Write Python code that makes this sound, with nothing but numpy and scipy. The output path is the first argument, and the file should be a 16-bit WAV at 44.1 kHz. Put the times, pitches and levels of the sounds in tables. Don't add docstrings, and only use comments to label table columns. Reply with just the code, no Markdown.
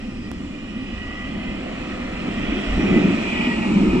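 import sys
import numpy as np
from scipy import signal
from scipy.fft import rfft, irfft, next_fast_len
from scipy.io import wavfile
from scipy.ndimage import uniform_filter1d, map_coordinates

SR = 44100
rng = np.random.default_rng(int(sys.argv[2]) if len(sys.argv) > 2 else 0)


def master(y):
    cut = np.clip(np.atleast_2d(y).T, -1, 1)
    pcm = np.round(cut * 32767)
    wavfile.write(sys.argv[1], SR, pcm.astype(np.int16))


N = 176400
T = np.arange(N) / SR

# time in seconds, level in dB before its trim.
ROAR_LEVEL = [(.03, -49.5), (.75, -48), (1.1, -44.5), (1.5, -42.5), (2.05, -40.5), (2.75, -36), (3.0, -34),
              (3.15, -36), (3.6, -36), (3.95, -36.5)]
# time in seconds, level in dB before its trim.
RAIL_LEVEL = [(0, -47.5), (.4, -50), (1, -44.5), (1.8, -41.5), (2.15, -41.5), (2.5, -35.5), (2.75, -36),
              (3.2, -35), (3.37, -31), (3.63, -37), (4, -37.5)]
# time in seconds, level in dB before its trim.
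HISS_LEVEL = [(0, -58.5), (.9, -56.5), (1.7, -54.5), (2.3, -51.5), (2.85, -48.5), (3.4, -47.5), (4, -48.5)]
ROAR_TRIM_DB, RAIL_TRIM_DB, HISS_TRIM_DB = 4.5, 4, 4
# frequency in Hz, relative density in dB per Hz.
ROAR_COMING = [(150, -16), (400, -2), (600, 0.5), (760, -2), (870, -8.5), (980, -5.5), (1080, -7),
               (1220, -3), (1520, -8.5), (1900, -4), (2150, -7.5), (3000, -13), (4500, -30)]
ROAR_ABREAST = [(150, -22.5), (400, -2), (470, -5.5), (570, 0.5), (730, -3.5), (950, 0), (1080, -8),
                (1270, -4), (1570, -15), (1830, -4.5), (2100, -12), (4500, -40)]
# frequency in Hz, relative density in dB per Hz.
RAIL_COMING = [(1500, -34.5), (1900, -3), (2150, -11), (2500, 2.5), (2760, -6), (2920, -5.5), (3200, -10),
               (3400, -11.5), (3700, -25), (5000, -46)]
RAIL_ABREAST = [(1700, -25.5), (2100, -15.5), (2350, -6.5), (2460, -4), (2650, -10), (2880, -9.5),
                (3100, -15), (3400, -22), (5000, -52)]
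# frequency in Hz, relative density in dB per Hz.
HISS_COLOUR = [(2000, -14), (3400, -4.5), (4000, 2.5), (4600, -2.5), (5100, -4), (5600, -2), (6300, -10.5),
               (7300, -5), (8400, -11), (9200, -19.5), (9900, -30), (12000, -33.5), (15000, -46.5)]
ABREAST_S, TURN_S = 3.23, 0.2

# time in seconds, level in dB before its trim.
DRUM_LEVEL = [(0, -32), (.8, -32.5), (1.24, -34.5), (1.33, -29), (1.45, -29.5), (2, -31), (2.42, -26),
              (2.56, -26), (2.74, -28), (2.79, -20.5), (2.93, -17), (3.09, -18), (3.17, -25), (3.3, -27),
              (3.46, -22.5), (3.56, -25), (3.67, -22), (3.73, -20.5), (3.98, -17.5)]
# frequency in Hz, half width in Hz before narrowing, relative level in dB.
BED_MODES = [(201.5, 27, 1.5), (297.7, 89, -6.5), (362.5, 33, -12.5)]
# frequency in Hz, relative density in dB per Hz.
BED_FAR_COLOUR = [(90, -23.5), (150, -18.5), (205, 0), (260, -0.5), (320, -9), (420, -22), (600, -50.5)]
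BED_NEAR_TRIM_DB, BED_FAR_TRIM_DB = 1.5, -0.5
BED_TAKEOVER_DB = -24

# start in seconds, level in dB, pitch of the bed's lowest
# resonance in Hz, boost of its upper resonances in dB.
THUDS = [(1.36, -18.5, 205.5, -11), (2.272, -20, 223.3, 3.5), (2.552, -27.5, 204, 15),
         (2.772, -16.5, 197, -4), (2.84, -12.5, 203.5, -1), (2.917, -5.5, 197.5, -5),
         (2.963, -11.5, 198.4, 9.5), (3.04, -6.5, 196.8, -4), (3.086, -16.5, 193.7, 13),
         (3.464, -13, 233.4, -8), (3.703, -13.5, 218, -0.5), (3.754, -8, 197, -6), (3.829, -15, 194, -1),
         (3.955, -9, 206, -3)]
THUD_ATTACK_S, THUD_T60_S = .008, 0.18

# time in seconds, frequency in Hz.
PITCH_A = [(.6, 1915), (.9, 1929), (1.2, 1943), (2.3, 1948), (3.35, 1952), (3.5, 1926), (3.7, 1908)]
PITCH_B = [(1.1, 2048), (1.55, 2046), (2.3, 2034), (2.7, 2010), (3, 1996)]
PITCH_C = [(1.7, 1805), (2.1, 1853), (3.2, 1838), (3.5, 1820), (3.9, 1847)]
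# peak time in seconds, spread in seconds, level in dB.
SWELLS_A = [(.85, 0.22, -49), (1.08, 0.084, -39), (1.218, 0.037, -37.5), (1.448, 0.11, -51),
            (3.373, 0.037, -32), (3.51, 0.04, -31.5), (3.643, 0.022, -34)]
SWELLS_B = [(1.2, 0.1, -45), (1.41, .045, -46), (1.52, 0.044, -43.5), (2.15, 0.25, -50),
            (2.822, 0.015, -34), (2.955, 0.031, -31)]
SWELLS_C = [(2, 0.25, -55.5), (3.45, 0.22, -47.5)]
# time in seconds, noise share of the power from 0 to 1.
WHINE_ROUGH = [(1.1, .02), (1.25, .06), (2.9, .15), (3.4, .25)]
WHINE_WIDTH_HZ = 32
# peak time in seconds, spread in seconds, level in dB.
HUM_SWELLS = [(0.599, 1, -52.5), (1.9, 0.35, -44)]
HUM_HZ = 513

# time in seconds, frequency in Hz.
SQUEAL_PITCH = [(2.35, 5500), (2.65, 5550), (2.83, 5680), (3, 5700)]
# peak time in seconds, spread in seconds, level in dB.
SQUEAL_SWELLS = [(2.68, .14, -60.5), (2.82, .028, -51)]
# peak time in seconds, spread in seconds,
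# frequency in Hz, half width in Hz, level in dB.
SINGING = [(.24, 0.092, 4880, 16, -59), (.15, 0.22, 5550, 260, -62), (.3, .25, 5136, 12, -64.5),
           (0.434, 0.092, 7330, 25, -67), (0.29, 0.45, 8600, 22, -71.5), (0.82, 0.035, 264.7, 11.5, -31),
           (1.05, 0.46, 2914, 95, -44.5), (.7, .4, 1183, 70, -53.5), (1.18, 0.1, 1200, 64, -43),
           (2.196, 0.45, 1296, 100, -46), (2.28, 0.021, 283, 30, -29), (2.55, 0.042, 300, 40, -24),
           (2.7, 0.12, 5590, 90, -58), (2.93, 0.07, 2960, 28, -47), (3, 0.084, 580, 130, -36),
           (3.38, 0.065, 2510, 80, -32.5), (3.6, 0.38, 7500, 67, -62.5)]

# frequency in Hz, level in dB above the tick's own, 60 dB decay in seconds.
TICK_MODES = [(1200, 6, .003), (3000, -3, .002), (6200, -1, .0009), (9500, -6, .0008)]
TICK_S, TICK_DB = .316, -21

# frequency in Hz, relative density in dB per Hz.
TRAFFIC_COLOUR = [(12, -9.5), (28, 0.5), (52, -1), (70, -2.5), (130, -6.5), (220, -7.5), (400, -23),
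                  (1000, -38.5), (4000, -62)]
TRAFFIC_DB = -36
# peak time in seconds, spread in seconds, level in dB.
GUSTS = [(.96, 0.032, -30), (1.49, .014, -33), (2.1, 0.026, -35), (2.49, 0.057, -28.5), (2.735, 0.038, -21),
         (2.93, 0.085, -31), (3.89, 0.1, -25)]
# frequency in Hz, relative density in dB per Hz.
WIND_COLOUR = [(10, -15), (28, -4), (52, -4), (75, -13.5), (130, -17.5), (300, -57.5)]

# frequency in Hz, likeness up to 1.
ALIKE = [(60, 0.99), (220, .995), (340, 0.92), (450, 0.17), (540, 0.6), (950, 0.8), (1300, 0.65),
         (1550, 0.6), (1950, .97), (3300, 0.55), (4000, 0.3), (9000, .2)]
# frequency in Hz, left over right in dB.
BALANCE = [(300, -0.5), (450, 1.5), (640, -5.5), (900, 1.5), (1250, -1), (1550, 8.5), (1850, -3.5),
           (2150, 5), (2550, -8), (3000, -11.5), (3500, 0), (4500, 1.5), (5700, 4), (7000, 8.5),
           (8200, 19.5), (9800, 0)]
BALANCE_ABREAST = [(300, 7.5), (450, 4), (660, -5), (1100, -0.5), (1550, 1), (1850, -4), (2200, -3),
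                   (2500, 0.5), (2950, -2), (3500, -1)]
# frequency in Hz, lead of the left in radians.
LEAD = [(60, 0), (190, -0.58), (280, -0.2), (400, -0.34), (520, -1.5), (760, -0.64), (1080, -1.5),
        (1430, 0.2), (1650, -2), (1980, -1.2), (2550, -2.5), (2950, -2.5), (3400, 0.65), (4200, -2.5),
        (7000, -0.5)]
LEAD_ABREAST = [(400, 1.5), (540, -1.5), (760, -1.4), (1000, -1.7), (1300, -0.5), (1600, -1.5),
                (1950, -2.5), (2250, 1.3), (2500, 1.15), (2800, 0.8), (3200, 2.5), (3700, -3)]
TOP_HZ = 15100


def amp(db):
    return 10 ** (np.asarray(db) / 20)


def unit(x):
    return x / np.sqrt(np.mean(x ** 2) + 1e-20)


def along(points, hz):
    f, v = np.transpose(points)
    return np.interp(np.log(hz + 1), np.log(f + 1), v)


def curve(rows):
    return np.interp(T, *np.transpose(rows))


def swells(rows):
    return sum(amp(db) * np.exp(-.5 * ((T - s) / spread) ** 2) for s, spread, db in rows)


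def wobble(rate):
    return map_coordinates(rng.standard_normal(2000), [T * rate], mode="wrap")


def filtered(x, response):
    m = next_fast_len(N + SR // 2)
    spectrum = rfft(x, m) * response(np.fft.rfftfreq(m, 1 / SR))
    return irfft(spectrum, m)[..., :N]


def shape(points):
    return lambda hz: amp(along(points, hz)) / (1 + (hz / points[-1][0]) ** 10)


def resonance(centre_hz, half_width_hz):
    return lambda hz: 1 / (1 + ((hz - centre_hz) / half_width_hz) ** 2)


def ports(hz, balance=BALANCE, lead=LEAD):
    lean = amp(along(balance, hz))
    turn = np.exp(.5j * along(lead, hz))
    return np.array([lean * turn, 1 / turn]) * np.sqrt(2 / (1 + lean ** 2))


def rush(colour, balance=BALANCE, lead=LEAD):
    def mid_side(hz):
        angle = np.arccos(np.clip(along(ALIKE, hz), -1, .998)) / 2
        return colour(hz) * np.array([np.cos(angle), np.sin(angle)])

    mid, side = filtered(rng.standard_normal((2, N)), mid_side)
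    left_right = np.array([mid + side, mid - side])
    return unit(filtered(left_right, lambda hz: ports(hz, balance, lead)))


def tone(hz, waver_hz, flutter_db):
    phase = 2 * np.pi * np.cumsum(hz + waver_hz * wobble(45)) / SR
    shared = wobble(24.86)
    separate = np.array([wobble(14), wobble(16)])
    flutter = amp(flutter_db * (shared + separate))
    return unit(flutter * filtered(np.sin(phase), ports))


def wheels(rough_db=.5, ring_rough_db=0.3):
    roar_gain = amp(curve(ROAR_LEVEL) + ROAR_TRIM_DB + rough_db * wobble(17))
    rail_gain = amp(curve(RAIL_LEVEL) + RAIL_TRIM_DB + ring_rough_db * wobble(18))
    hiss_gain = amp(curve(HISS_LEVEL) + HISS_TRIM_DB + 0.27 * wobble(8.4))
    roar = roar_gain * patchy(passing(ROAR_COMING, ROAR_ABREAST), depth_db=1.5)
    rail = rail_gain * patchy(passing(RAIL_COMING, RAIL_ABREAST), depth_db=2.5)
    hiss = hiss_gain * patchy(rush(shape(HISS_COLOUR)), depth_db=3.0)
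    return roar + rail + hiss


def passing(coming, abreast):
    gone = .5 + .5 * np.tanh((T - ABREAST_S) / TURN_S)
    before = np.sqrt(1 - gone) * rush(shape(coming))
    after = np.sqrt(gone) * rush(shape(abreast), BALANCE_ABREAST, LEAD_ABREAST)
    return before + after


def patchy(x, depth_db):
    z = signal.stft(x, nperseg=2048)[2]
    field = rng.standard_normal(z.shape[1:])
    field = uniform_filter1d(field, size=3, axis=0)
    field = uniform_filter1d(field, size=9, axis=1)
    return unit(signal.istft(z * amp(depth_db * unit(field)), nperseg=2048)[1][:, :N])


def track_bed():
    def body(f):
        return sum(amp(db) * resonance(hz, 0.94 * width)(f) for hz, width, db in BED_MODES)

    level = amp(curve(DRUM_LEVEL))
    near = level ** 2 / (level ** 2 + amp(BED_TAKEOVER_DB) ** 2)
    resonant = amp(BED_NEAR_TRIM_DB) * np.sqrt(near) * rush(body)
    drone = amp(BED_FAR_TRIM_DB) * np.sqrt(1 - near) * rush(shape(BED_FAR_COLOUR))
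    return level * (resonant + drone)


def thuds():
    out = np.zeros(N)
    for s, db, low_hz, upper_db in THUDS:
        t = np.maximum(T - s, 0)
        ratio = low_hz / BED_MODES[0][0]
        ring = 0
        for k, (hz, _, level) in enumerate(BED_MODES):
            gain = (-1) ** k * amp(level + upper_db * (k > 0))
            ring = ring + gain * np.sin(2 * np.pi * hz * ratio * t)
        attack = 1 - np.exp(-(t / THUD_ATTACK_S) ** 2)
        out += ring * amp(db - 60 * t / THUD_T60_S) * attack
    return out


def drive():
    motors = [(PITCH_A, SWELLS_A), (PITCH_B, SWELLS_B), (PITCH_C, SWELLS_C)]
    hum = swells(HUM_SWELLS) * tone(HUM_HZ, waver_hz=5, flutter_db=1.5)
    return hum + sum(swells(rows) * whine(curve(pitch)) for pitch, rows in motors)


def whine(hz):
    rough = np.clip(curve(WHINE_ROUGH), 0, 1)
    skirt = filtered(rng.standard_normal(N), resonance(0, WHINE_WIDTH_HZ))
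    carrier = np.cos(2 * np.pi * np.cumsum(hz) / SR)
    fuzz = unit(filtered(skirt * carrier, ports))
    clean = tone(hz, waver_hz=4.2, flutter_db=.5)
    return np.sqrt(1 - rough) * clean + np.sqrt(rough) * fuzz


def squeal():
    return swells(SQUEAL_SWELLS) * whine(curve(SQUEAL_PITCH))


def singing():
    return sum(swells([(s, spread, db)]) * rush(resonance(hz, width))
               for s, spread, hz, width, db in SINGING)


def tick(left_db=-12):
    t = np.maximum(T - TICK_S, 0)
    snap = sum(amp(TICK_DB + db - 60 * t / t60) * np.sin(2 * np.pi * hz * t)
               for hz, db, t60 in TICK_MODES)
    return snap * amp([[left_db], [0]])


def street():
    traffic = amp(TRAFFIC_DB + 0.56 * wobble(4.8)) * rush(shape(TRAFFIC_COLOUR))
    wind = swells(GUSTS) * rush(shape(WIND_COLOUR))
    return traffic + wind


def scene():
    return wheels() + track_bed() + thuds() + drive() + squeal() + singing() + tick() + street()


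def record(dry):
    return filtered(dry, lambda hz: 1 / (1 + (hz / TOP_HZ) ** 60))


dry = scene()
out = record(dry)
master(out)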